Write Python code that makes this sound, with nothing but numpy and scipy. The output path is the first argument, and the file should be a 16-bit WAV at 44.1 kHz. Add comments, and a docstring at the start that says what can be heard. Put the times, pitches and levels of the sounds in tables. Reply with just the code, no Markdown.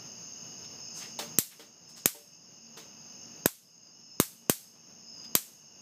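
"""A porch at night, beside a lantern, with one microphone close to an electric swatter.
Six insects short its grid: each spark cracks, thumps the microphone and rings off the brick wall and eaves.
The racket's plastic rim bumps and brushes the metal lantern. Crickets near and far rub their wings
in a steady chorus over a distant rumble; gain control ducks them after every spark."""
import sys
import numpy as np
from scipy import signal
from scipy.fft import rfft, irfft
from scipy.io import wavfile
from scipy.ndimage import uniform_filter1d

SR = 44100
rng = np.random.default_rng(int(sys.argv[2]) if len(sys.argv) > 2 else 0)


def wav_out(sig):
    """Save sig, one row per channel (or a flat mono array), as 16-bit PCM at SR to the path in sys.argv[1]."""
    wavfile.write(sys.argv[1], SR, np.round(np.clip(np.atleast_2d(sig).T, -1, 1) * 32767).astype(np.int16))


N = 256220


def sparks(front_db=18, sizzle_db=6, porch_db=1, wall_echo=0.46, arc_s=0.0024, linger_s=0.019):
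    """Close up: a shock front and its echo, a brief sizzle, and a shove that swings the microphone."""
    # one row a spark, levels relative: start_s, shock_db, arc_db, edge_hz, thump_db, top_hz, echo_s
    discharges = [(1.3858, -12, 2, 3700, 1, 470, 0.0014), (2.058, -5, 0.5, 1500, 2, 1400, 0.001),
                  (3.4587, -5.5, 5.5, 917, 12.5, 4030, 0.00097), (4.2001, -5.5, -5, 1114, 7.5, 2470, .0014),
                  (4.4970, 1.5, -4.5, 1870, 7, 694, 0.0011), (5.3522, -4, -0.5, 1700, -2.5, 1015, 0.0012)]
    # colour of a spark heard directly: frequency_hz, gain_db
    crack_colour = [(100, -28.5), (400, -2.5), (1300, 3.5), (2800, -4.5), (4300, -3), (5500, -5), (6200, 1),
                    (8300, 1.5), (9800, -4.5), (13500, 4.5), (15300, -7.5)]
    out, t = np.zeros(N), np.arange(SR * 3 // 5) / SR
    for start_s, shock_db, arc_db, edge_hz, thump_db, top_hz, echo_s in discharges:
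        front = np.zeros(len(t))
        front[0], front[round(echo_s * SR)] = 1, wall_echo
        burning = amp(arc_db) / (1 + (t / arc_s) ** 8) + amp(-17) * np.exp(-t / linger_s)
        rise_s = 0.0003 * amp(thump_db)  # a heavier discharge builds more slowly
        sizzle = np.tanh(2 * rng.standard_normal(len(t))) * np.minimum(t / rise_s, 1) * burning
        sizzle = signal.lfilter(*signal.butter(2, edge_hz, "high", fs=SR), sizzle)
        crack = colour(amp(front_db + shock_db) * front + amp(sizzle_db) * sizzle, crack_colour)
        # the microphone passes no steady pressure, so the shove rebounds as one low swing
        shove = signal.lfilter(*signal.butter(1, top_hz, fs=SR), -1. * (t < echo_s))
        thump = signal.lfilter(*signal.butter(2, 145, "high", fs=SR), shove)
        thump = signal.lfilter(*signal.butter(2, 95, "high", fs=SR), thump)
        add(out, start_s, crack + amp(thump_db) * thump + amp(porch_db) * porch_tail(t))
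    return out


def porch_tail(t, early_db=-14, early_t60_s=0.13, late_db=-24, build_s=0.0053):
    """Quick echoes off wall and eaves give way to a thinner wash; each band dies at its own speed."""
    # colour of a spark heard off the porch: frequency_hz, gain_db
    porch_colour = [(80, -32.5), (220, -12.5), (600, -10.5), (1300, -12), (3000, -4.5), (5500, 1),
                    (7000, 2.5), (8400, 3), (9700, -2), (11500, 3), (13500, 0), (15300, -5.5)]
    # reverberation time of the porch: frequency_hz, t60_s
    porch_decay = [(150, 0.2), (700, 0.31), (2000, 0.41), (4000, 0.42), (7000, 0.4), (15000, 0.38)]
    hz, age_s, bands = signal.stft(rng.standard_normal(len(t)), SR, nperseg=256)
    bands *= amp(-60 * age_s / read(porch_decay, hz)[:, None])
    echoes = signal.istft(bands, SR, nperseg=256)[1][:len(t)]
    strength = (amp(early_db - 60 * t / early_t60_s) + amp(late_db)) * np.minimum(t / build_s, 1)
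    return colour(echoes * strength, porch_colour)


def knocks(chatter_db=-36, rattle_depth=0.53):
    """The plastic rim bumps the lantern; the place of contact decides which modes ring most."""
    # one row a bump: start_s, force_db, ring_db, ring_centre_hz
    bumps = [(1.188, 2.5, -41.5, 610), (1.592, -2, -41.5, 408), (2.143, -7, -39, 646),
             (2.768, -3.5, -47, 397)]
    # modes of the lantern's frame and panes: pitch_hz, level_db, t60_s
    lantern_modes = [(310, 0, 0.25), (387, -5, 0.36), (453.4, 0.5, 0.29), (585, -0.5, 0.38),
                     (784, -2.5, 0.19), (914, 7.5, 0.069)]
    out, t = np.zeros(N), np.arange(SR // 2) / SR
    for start_s, force_db, ring_db, ring_centre_hz in bumps:
        # softer knocks are slower and duller
        rise_s, chatter_hz = 0.0044 * amp(-force_db), 4400 * amp(force_db / 4)
        chatter = rasp(t, rise_s, t60_s=0.27, centre_hz=chatter_hz, focus_db=8)
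        ring = np.zeros(len(t))
        for pitch_hz, level_db, t60_s in lantern_modes:
            decay = amp(level_db + focus(pitch_hz, ring_centre_hz, depth_db=13) - 60 * t / t60_s)
            rattle = 1 + rattle_depth * drift(t, 70)  # loose panes make each mode ring unevenly
            ring += decay * rattle * np.sin(2 * np.pi * (pitch_hz * t + rng.random()))
        ring *= np.minimum(t / rise_s, 1)
        add(out, start_s, amp(chatter_db + force_db) * chatter + amp(ring_db) * ring)
    return out


def brushes():
    """The rim slides over the lantern too lightly to make it ring."""
    # one row a slide: start_s, level_db, stroke_s, centre_hz
    slides = [(.643, -52, 0.0031, 3780), (.937, -45, 0.049, 6600), (1.0, -45.5, 0.029, 2880),
              (1.503, -43, 0.022, 2730), (1.88, -49.5, 0.02, 6800), (1.953, -42, 0.026, 5800),
              (5.24, -47, 0.0042, 3970)]
    out, t = np.zeros(N), np.arange(SR // 2) / SR
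    for start_s, level_db, stroke_s, centre_hz in slides:
        t60_s = 0.069 + 6.3 * stroke_s
        add(out, start_s, amp(level_db) * rasp(t, stroke_s, t60_s, centre_hz, focus_db=15.5))
    return out


def rasp(t, rise_s, t60_s, centre_hz, focus_db, grain_db=0.5):
    """Plastic chatters on metal: grainy noise that swells and dies."""
    # spectrum of the contact: frequency_hz, relative_db
    spectrum = [(150, -24.5), (380, -5.5), (600, 3), (880, 5.5), (1200, 4.5), (2000, 1.5), (4000, -2.5),
                (7000, -2.5), (10000, -8.5), (15000, -5)]
    contact = np.minimum(t / rise_s, 1) * amp(-60 * np.maximum(t - rise_s, 0) / t60_s)
    roughness = unit(uniform_filter1d(rng.standard_normal(len(t)), size=60))
    grain = unit(amp(grain_db * roughness))
    return contact * grain * noise(lambda hz: read(spectrum, hz) + focus(hz, centre_hz, focus_db), len(t))


def cricket_trills(rate_hz=60, glide_hz=330, wander_hz=40, direct=0.43, t60_s=0.297, fade_s=.08):
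    """The nearest crickets trill and rest, heard mostly as echoes that blur the wing strokes."""
    # one row a cricket: first_s, period_s, length_s, pitch_hz, level_db
    singers = [(0.773, 1.034, 0.37, 5200, -54), (0.4, .85, 0.44, 5370, -58.5),
               (.82, 1.39, 0.357, 4890, -55.5)]
    # slow swell over all the trills: time_s, gain_db
    swell = [(0, 1), (1.0, 3.5), (2.0, -2.5), (3.1, -2), (4.0, 0), (4.7, 1), (5.2, 2.5), (5.8, 3.5)]
    out, t = np.zeros(N), np.arange(N) / SR
    for first_s, period_s, length_s, pitch_hz, level_db in singers:
        since_s = (t - first_s) % period_s
        singing = np.clip(np.minimum(since_s, length_s - since_s) / fade_s, 0, 1)
        call = stridulate(t, pitch_hz + wander_hz * drift(t, 2), rate_hz, glide_hz, waver_db=5.5)
        echoes = rng.standard_normal(N) * amp(-60 * t / t60_s)
        call = direct * call + signal.fftconvolve(call, echoes / np.linalg.norm(echoes))[:N]
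        out += amp(level_db) * unit(call) * singing
    return out * amp(np.interp(t, *np.transpose(swell)))


def cricket_chorus(near_db=-2, far_db=-1, top_hz=7080):
    """Further out, three crickets stand out of each group; the many far ones merge into a band."""
    # one row a group: pitch_hz, spread_hz, level_db, stroke_rate_hz
    groups = [(2622, 55, -68.5, 35), (2870, 55, -65, 56), (4898, 140, -59.5, 62), (5270, 120, -55.5, 55),
              (6410, 85, -52.5, 72), (6476, 240, -53.5, 56)]
    out, t = np.zeros(N), np.arange(N) / SR
    for pitch_hz, spread_hz, level_db, stroke_rate_hz in groups:
        near = sum(stridulate(t, pitch_hz + side * spread_hz, stroke_rate_hz, glide_hz=2 * spread_hz)
                   for side in (-1, 0, 1))
        far = noise(lambda hz: -32 * np.log10(1 + ((hz - pitch_hz) / spread_hz) ** 2 / 7), N)
        out += amp(level_db) * (amp(near_db) * unit(near) + amp(far_db) * far)
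    return signal.oaconvolve(out, signal.firwin(255, top_hz, fs=SR), "same")


def stridulate(t, pitch_hz, rate_hz, glide_hz, waver_db=5.0):
    """One cricket at its own pace near rate_hz: every wing stroke is a short falling note."""
    first_phase = rng.random()
    pace_hz = rate_hz * rng.uniform(.75, 1.25) * (1 + .06 * drift(t, 8))
    stroke = (first_phase + np.cumsum(pace_hz) / SR) % 1
    carrier_hz = pitch_hz + glide_hz * (.5 - stroke + .17 * drift(t, 60))
    pulses = np.sin(np.pi * stroke) ** 4 * amp(waver_db * drift(t, 9))
    return pulses * np.sin(2 * np.pi * np.cumsum(carrier_hz) / SR)


def night_air(air_db=-54.5, waver_db=1.48, hum_hz=229.5, hum_db=-62, hum_width_hz=3):
    """A soft, far rumble with a wavering hum and a trace of hiss."""
    # spectral density of the night air: frequency_hz, relative_db
    spectrum = [(25, -41), (60, -23.5), (110, -5.5), (160, 1.5), (230, -2), (340, -7.5), (600, -9.5),
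                (1000, -13), (2000, -20.5), (4000, -23.5), (7000, -45.5), (9000, -36), (15000, -30.5)]
    air = amp(air_db + waver_db * drift(np.arange(N) / SR, 21)) * noise(lambda hz: read(spectrum, hz), N)
    hum = noise(lambda hz: -20 * np.log10(1 + ((hz - hum_hz) / hum_width_hz) ** 2), N)
    return air + amp(hum_db) * hum


def amp(db):
    """Decibels to gain."""
    return 10 ** (np.asarray(db) / 20)


def unit(x):
    """Scales to rms 1."""
    return x / np.sqrt(np.mean(x ** 2) + 1e-20)


def read(points, hz):
    """Reads a table on a log-frequency axis."""
    table_hz, value = np.transpose(points)
    return np.interp(np.log(hz + 1), np.log(table_hz + 1), value)


def add(mix, start_s, sound):
    """Mixes a sound in at a time."""
    part = mix[max(round(start_s * SR), 0):][:len(sound)]
    part += sound[:len(part)]


def noise(spectrum_db, size):
    """Noise of rms 1 whose spectrum is a function of frequency."""
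    gain = amp(spectrum_db(np.fft.rfftfreq(size, 1 / SR)))
    return unit(irfft(rfft(rng.standard_normal(size)) * gain, size))


def colour(x, points, size=2048):
    """Causal filter that keeps the energy of a click."""
    log_gain = np.log(amp(read(points, abs(np.fft.fftfreq(size, 1 / SR)))))
    minimum_phase = np.exp(np.conj(signal.hilbert(log_gain)))
    taps = np.fft.ifft(minimum_phase).real[:size // 2]
    return signal.fftconvolve(x, taps / np.linalg.norm(taps))[:len(x)]


def drift(t, per_s):
    """A random wander of about unit size, with per_s turning points a second."""
    knots = np.arange(0, t[-1] + 1, 1 / per_s)
    return np.interp(t, knots, rng.standard_normal(len(knots)))


def focus(hz, centre_hz, depth_db):
    """Lowers, in dB, what lies more than about an octave from a centre."""
    return depth_db * (np.exp(-np.log2((hz + 1) / centre_hz) ** 2) - 1)


def gain_control(x, threshold_db=-14.0, recovery_s=0.72):
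    """A spark turns the gain down at once, the stronger the further; it creeps back in a second or two."""
    power = abs(uniform_filter1d(x ** 2, size=280))
    over_db = np.maximum(10 * np.log10(power + 1e-12) - threshold_db, 0)
    fade = np.exp(-np.arange(N) / SR / recovery_s)
    duck_db = np.maximum.accumulate(over_db / fade) * fade
    return x * amp(-uniform_filter1d(duck_db, size=32))


def scene():
    """Swatter and lantern in front, crickets and air behind, all on one microphone."""
    return (sparks() + knocks() + brushes() + cricket_chorus() + cricket_trills() + night_air())[None]


def record(dry, ceiling=.72, edge_hz=15550):
    """The recorder: gain control, soft overload and a band limit."""
    saturated = ceiling * np.tanh(gain_control(dry[0]) / ceiling)
    low_pass = signal.firwin(801, edge_hz, window=("kaiser", 8), fs=SR)
    return signal.oaconvolve(saturated, low_pass, "same")[None]


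dry = scene()
out = record(dry)
wav_out(out)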